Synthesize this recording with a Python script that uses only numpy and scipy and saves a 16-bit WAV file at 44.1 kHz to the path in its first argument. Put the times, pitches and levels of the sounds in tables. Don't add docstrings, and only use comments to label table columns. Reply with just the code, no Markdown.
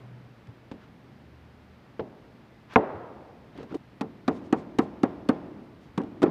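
import sys
import numpy as np
from scipy import signal
from scipy.fft import rfft, irfft, next_fast_len
from scipy.io import wavfile

SR = 44100
rng = np.random.default_rng(int(sys.argv[2]) if len(sys.argv) > 2 else 0)


def materialize(psi):
    bounded = np.clip(np.atleast_2d(psi).T, -1, 1)
    quanta = np.round(bounded * 32767).astype(np.int16)
    wavfile.write(sys.argv[1], SR, quanta)


def elevation(decibels):
    levels = np.asarray(decibels, float)
    return 10 ** (levels / 20)


N = 278222

# (frequency [Hz], t60 [s])
HALL_DECAY = [(80, 4.8), (250, 1.66), (700, 1.48), (1800, 1.18), (4000, 0.95), (9000, 0.79)]


def rms_one(x):
    return x / np.sqrt(np.mean(x ** 2) + 1e-20)


def at_hz(points, hz):
    points = np.array(points)
    return np.interp(np.log(hz), np.log(points[:, 0]), points[:, 1])


def add(out, s, piece):
    i = round(s * SR)
    out[i:i + len(piece)] += piece[:N - i]


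def coloured(spectrum, size=N, grain_db=0):
    fast = next_fast_len(size)
    hz = np.maximum(np.fft.rfftfreq(fast, 1 / SR), 1)
    grain = elevation(grain_db * rng.exponential(1, fast).clip(0, 5))
    white = grain * rng.standard_normal(fast)
    shaped = irfft(rfft(white) * elevation(at_hz(spectrum, hz)), fast)
    return rms_one(shaped[:size])


def dying_noise(level, t60, size):
    t, out = np.arange(size) / SR, 0
    edges = 45 * 2 ** np.arange(0, 8.6, .5)
    for low, high in zip(edges, edges[1:]):
        hz = np.sqrt(low * high)
        decay_db = at_hz(level, hz) - 60 * t / at_hz(t60, hz)
        burst = rng.standard_normal(size) * elevation(decay_db)
        band = signal.butter(2, [low, high], "band", fs=SR, output="sos")
        out = out + signal.sosfilt(band, burst)
    return out / np.sqrt(np.sum(out ** 2))


def swells(rows, swing_db):
    t, gain = np.arange(N) / SR, 0
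    for peak_s, db, rise_s, fall_s in rows:
        away = (t - peak_s) / np.where(t < peak_s, rise_s, fall_s)
        gain = gain + elevation(db - np.minimum(swing_db * away ** 2, 150))
    return gain


def ventilation():
    # (frequency [Hz], level [dB per Hz])
    air_spectrum = [(20, -21), (48, -7), (120, -1.5), (230, 0.5), (420, -8.5), (2000, -18.5), (5000, -31.5),
                    (16000, -72.5)]
    air = coloured(air_spectrum) * elevation(-54)
    echo = dying_noise([(100, -5), (450, 11), (3000, -14.0), (9000, -35)], HALL_DECAY, size=SR)
    add(air, 0, elevation(-19.5) * echo)
    return air


def motor_tone(hz, wander_hz, rough_db):
    wander = coloured([(1, 0), (4, -6), (30, -60), (100, -120)])
    tone = np.sqrt(2) * np.sin(2 * np.pi * np.cumsum(hz + wander_hz * wander) / SR)
    blur = coloured([(hz / 2, -50), (hz * .85, -8), (hz, 0), (hz * 1.7, -8), (hz * 2, -50), (hz * 4, -90)])
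    return tone + elevation(rough_db) * blur


def far_machines():
    # (peak time [s], level [dB], swell [s], release [s])
    motor_load = [
        (.1, -50, 0.19, 0.23),
    ]
    # (peak time [s], level [dB], swell [s], release [s])
    deep_load = [
        (1.36, -56, 0.17, 0.18),
        (1.72, -60.5, .2, 0.13),
    ]
    motor_gain = swells(motor_load, swing_db=15) + elevation(-61.5)
    deep_gain = swells(deep_load, swing_db=13) + elevation(-74.5)
    drone = motor_gain * motor_tone(122, wander_hz=2.36, rough_db=-7.0)
    return drone + deep_gain * motor_tone(76, wander_hz=3, rough_db=-14)


def hall(impacts, colour, level_db):
    t = np.arange(2 * SR) / SR
    build_up = 1 - np.exp(-(t / 0.0024) ** 2)
    answer = dying_noise(colour, HALL_DECAY, size=2 * SR) * build_up
    return elevation(level_db) * signal.fftconvolve(impacts, answer)[:N]


def scuffs(drags, spectrum):
    return coloured(spectrum, grain_db=3.5) * swells(drags, swing_db=27.5)


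def bench_scuffs():
    # (peak time [s], level [dB], swell [s], release [s])
    wood_drags = [
        (.835, -60, 0.065, 0.037),
        (2.735, -47, 0.06, 0.034),
        (3.605, -53.5, 0.096, 0.076),
        (3.72, -55, 0.057, 0.047),
    ]
    # (peak time [s], level [dB], swell [s], release [s])
    rubber_drags = [(4.365, -63.5, .1, .05), (4.455, -68, .05, .05), (4.592, -63, .06, 0.046),
                    (4.83, -63, 0.046, .04), (5.83, -69, .04, .08)]
    # (frequency [Hz], level [dB per Hz])
    wood_spectrum = [(300, 3.5), (1000, 25.5), (3000, 16), (6000, 0.5), (9000, -17.5), (15000, -22)]
    # (frequency [Hz], level [dB per Hz])
    rubber_spectrum = [(500, -23), (2000, 4), (4500, -2), (7000, -7), (10000, -16.5), (15000, -30)]
    return scuffs(wood_drags, wood_spectrum) + scuffs(rubber_drags, rubber_spectrum)


def slaps(events, t60_ms):
    out, ms = np.zeros(N), np.arange(4096) * 1000 / SR
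    for s, level_db, held_ms, tilt_db in events:
        spectrum = [(100, -1.5), (400, 8.0), (1500, -7), (3500, 1.1 * tilt_db), (14400, 4.44 * tilt_db)]
        noise = coloured(spectrum, size=4096)
        grit = elevation(2.5 * rng.exponential(1, 256).clip(0, 4)).repeat(16)
        noise = noise * rms_one(np.convolve(grit, np.hanning(40), "same"))
        fade_db = 60 * np.maximum(ms - held_ms, 0) / t60_ms
        fade = elevation(-fade_db) + elevation(-22.5 - fade_db / 4)
        onset = np.minimum(ms / 0.21, 1) ** 2
        add(out, s, noise * onset * elevation(level_db) * fade)
    dull = signal.butter(2, 11500, fs=SR, output="sos")
    return signal.sosfilt(dull, out)


def face_slaps():
    # (time [s], level [dB], held [ms], treble tilt [dB])
    rail_slaps = [
        (.47, -50, 1.9, -10),
        (.7143, -41, 4.5, -10.5),
        (1.9955, -37, 6.9, -15.5),
        (2.735, -44.5, 2.2, -6),
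        (2.7591, -24.5, 2.7, -14.5),
        (3.575, -51, 1.9, -6.5),
        (3.629, -52, 2.2, -5.5),
        (3.724, -60, 3, -6),
        (3.7435, -43.5, 6.7, -7),
    ]
    # (time [s], level [dB], held [ms])
    mallet_slaps = [(4.0099, -32.5, 6), (4.279, -29.5, 5.1), (4.526, -27.5, 2.7), (4.786, -25, 4.6),
                    (5.032, -30, 4.5), (5.288, -27.5, 4.3), (5.976, -34, 5), (6.016, -45, 1.1),
                    (6.035, -47.5, .85), (6.219, -36, 8.7), (6.229, -29.5, 2.8), (6.234, -36, 2.9)]
    tilted = [(*row, -8) for row in mallet_slaps]
    return slaps(rail_slaps, t60_ms=33) + slaps(tilted, t60_ms=17.8)


def knocks(events, modes, crowd, contact_ms, stiffens, place_ms, spread_ms, crowd_db, thud_turns,
           crack_db, bass_cut_hz):
    near, impacts, t = np.zeros(N), np.zeros(N), np.arange(SR // 3) / SR
    hz, db, t60 = np.transpose(modes)[:, :, None]
    late = np.maximum(t - spread_ms / 1000 * np.sqrt(250 / hz), 0)
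    rings = elevation(db - 60 * late / t60) * np.sin(2 * np.pi * hz * late)
    place = np.cos(2 * np.pi * hz[:, 0] * place_ms / 1000)
    crowd, blow_s = np.array(crowd), -1
    blunt = signal.butter(4, 2500, fs=SR, output="sos")
    for s, ring_db, thud_hz, thud_db in events:
        share = place * elevation(2.5 * rng.standard_normal(len(hz)))
        touch_ms = contact_ms * elevation(-stiffens * ring_db)
        u = t[:400] * 1000 / max(touch_ms, .1) * 6
        push = u ** 2 * np.exp(-u)
        body = -np.convolve(share @ rings, push)
        add(near, s, elevation(ring_db) * body / np.abs(body).max())
        rattle = np.convolve(dying_noise(crowd[:, :2], crowd[:, ::2], size=5000), push)
        add(near, s, elevation(ring_db + crowd_db) * rattle / np.abs(rattle).max())
        swell = t * thud_hz / thud_turns
        thud = swell * np.exp(1 - swell) * np.sin(2 * np.pi * thud_hz * t)
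        add(near, s, elevation(thud_db) * thud)
        crack = np.diff(push) / np.diff(push).max()
        crack_level = elevation(1.3 * ring_db + crack_db)
        add(near, s, crack_level * signal.sosfilt(blunt, crack))
        blow_s = s if s - blow_s > .025 else blow_s
        add(impacts, blow_s, max(elevation(ring_db - 0.5), elevation(thud_db)) * crack)
    bass_cut = signal.butter(2, bass_cut_hz, "high", fs=SR, output="sos")
    return signal.sosfilt(bass_cut, near), impacts


def rail(contacts):
    # (time [s], ring level [dB], thud frequency [Hz], thud level [dB])
    rail_knocks = [(.48, -43.5, 116, -35.5), (.7145, -37, 260, -32.5), (.738, -49, 250, -41),
                   (1.108, -53, 126, -44), (1.9942, -27.5, 450, -25.5), (2.008, -45, 480, -33),
                   (1.997, -33, 170, -37), (2.7588, -6, 260, -10), (2.7605, -17, 423, -6.5),
                   (2.94, -63, 90, -33), (3.553, -40, 203, -56), (3.574, -42, 246, -45),
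                   (3.585, -36.5, 300, -39), (3.605, -43, 430, -36), (3.629, -39.5, 416, -34),
                   (3.66, -55, 276, -41), (3.712, -40, 360, -37), (3.724, -36.5, 300, -30),
                   (3.7425, -35.5, 430, -25), (3.753, -39, 321, -22)]
    # (frequency [Hz], level [dB], t60 [s])
    rail_modes = [(170, -0.5, 0.024), (260, -8.5, 0.16), (340, -21.5, 0.11), (414, -10, 0.07),
                  (436, 5, 0.13), (570, -1, 0.15), (609, -9, 0.15), (800, 6, 0.062), (1030, 7, 0.057),
                  (1150, -3, 0.058), (1315, -7, 0.032), (1435, 18, 0.028), (2040, 2, 0.035),
                  (2500, 8.5, 0.025)]
    # (frequency [Hz], level [dB], t60 [s])
    rail_crowd = [(150, -5, 0.076), (300, -4, 0.3), (553, 0, 0.22), (1210, 15.5, 0.034),
                  (2420, 17.5, 0.021), (4880, -1, 0.013)]
    # (frequency [Hz], level [dB])
    rail_echo = [(60, -10), (150, 0.5), (300, 7.5), (550, 6.5), (1000, 4), (2000, -3.5), (4000, -16),
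                 (12000, -39)]
    near, impacts = knocks(rail_knocks, rail_modes, rail_crowd, contact_ms=0.74, stiffens=0.34,
                           place_ms=0.081, spread_ms=2.34, crowd_db=1, thud_turns=0.94,
                           crack_db=8, bass_cut_hz=115)
    return near + contacts + hall(impacts + elevation(-19.0) * contacts, rail_echo, level_db=-14.5)


def mallet(contacts):
    # (time [s], ring level [dB], thud frequency [Hz], thud level [dB])
    mallet_blows = [(4.012, -22, 257, -18.5), (4.048, -37, 190, -33.5), (4.2805, -15, 273, -13),
                    (4.289, -21.5, 300, -14), (4.5275, -14.5, 290, -8), (4.7905, -14, 290, -8),
                    (5.035, -14, 278, -6.5), (5.292, -15.5, 260, -6), (5.9775, -19.5, 190, -13.5),
                    (6.001, -25, 264, -21.5), (6.037, -33.5, 246, -25.5), (6.2195, -18, 214, -24),
                    (6.230, -17.5, 432, -16.5), (6.2375, -17.5, 338, -4.5), (6.260, -22.5, 340, -16.5),
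                    (6.279, -48, 322, -15.5)]
    # (frequency [Hz], level [dB], t60 [s])
    panel_modes = [(190, -5.5, 0.12), (260, -5.5, 0.75), (290, 4, 0.17), (304, -7, 0.3), (405, 2, 0.16),
                   (448.7, 14.5, 0.19), (545, 9.5, 0.14), (771, 28.5, 0.045), (1037, 17, 0.28),
                   (1060, -3, 0.36), (1144, 14, 0.21), (1310, 8, 0.09), (1520, 2, 0.1), (2040, 12, 0.055)]
    # (frequency [Hz], level [dB], t60 [s])
    panel_crowd = [(162, -20, 0.46), (300, -5.5, 0.12), (650, -13.5, 0.22), (1200, 6, 0.071),
                   (2500, 4.5, 0.07), (4840, 3, 0.036)]
    # (frequency [Hz], level [dB])
    mallet_echo = [(60, 2), (150, 2.5), (280, 11.5), (450, 0), (1000, 0), (2500, -4), (5000, -4),
                   (12000, -14.5)]
    near, impacts = knocks(mallet_blows, panel_modes, panel_crowd, contact_ms=1.213, stiffens=0.27,
                           place_ms=0.14, spread_ms=1.95, crowd_db=-1, thud_turns=0.71,
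                           crack_db=0.5, bass_cut_hz=203)
    return near + contacts + hall(impacts + elevation(-13.5) * contacts, mallet_echo, level_db=-17.5)


def scene():
    rail_part = np.arange(N) < 3.7695 * SR
    contacts = face_slaps() + bench_scuffs()
    background = ventilation() + far_machines()
    return (background + rail(contacts) * rail_part + mallet(contacts * ~rail_part))[None]


def roll_off(x):
    return signal.sosfilt(signal.butter(12, 16410, fs=SR, output="sos"), x)


def record(dry):
    mic = signal.sosfilt(signal.butter(2, 28, "high", fs=SR, output="sos"), dry)
    mic = 1.5 * np.tanh(mic / 1.5)
    mic = mic + elevation(-80.5) * rng.standard_normal(dry.shape)
    mic = signal.sosfilt(signal.cheby2(12, 60, 16300, fs=SR, output="sos"), mic)
    return roll_off(mic)


dry = scene()
out = record(dry)
materialize(out)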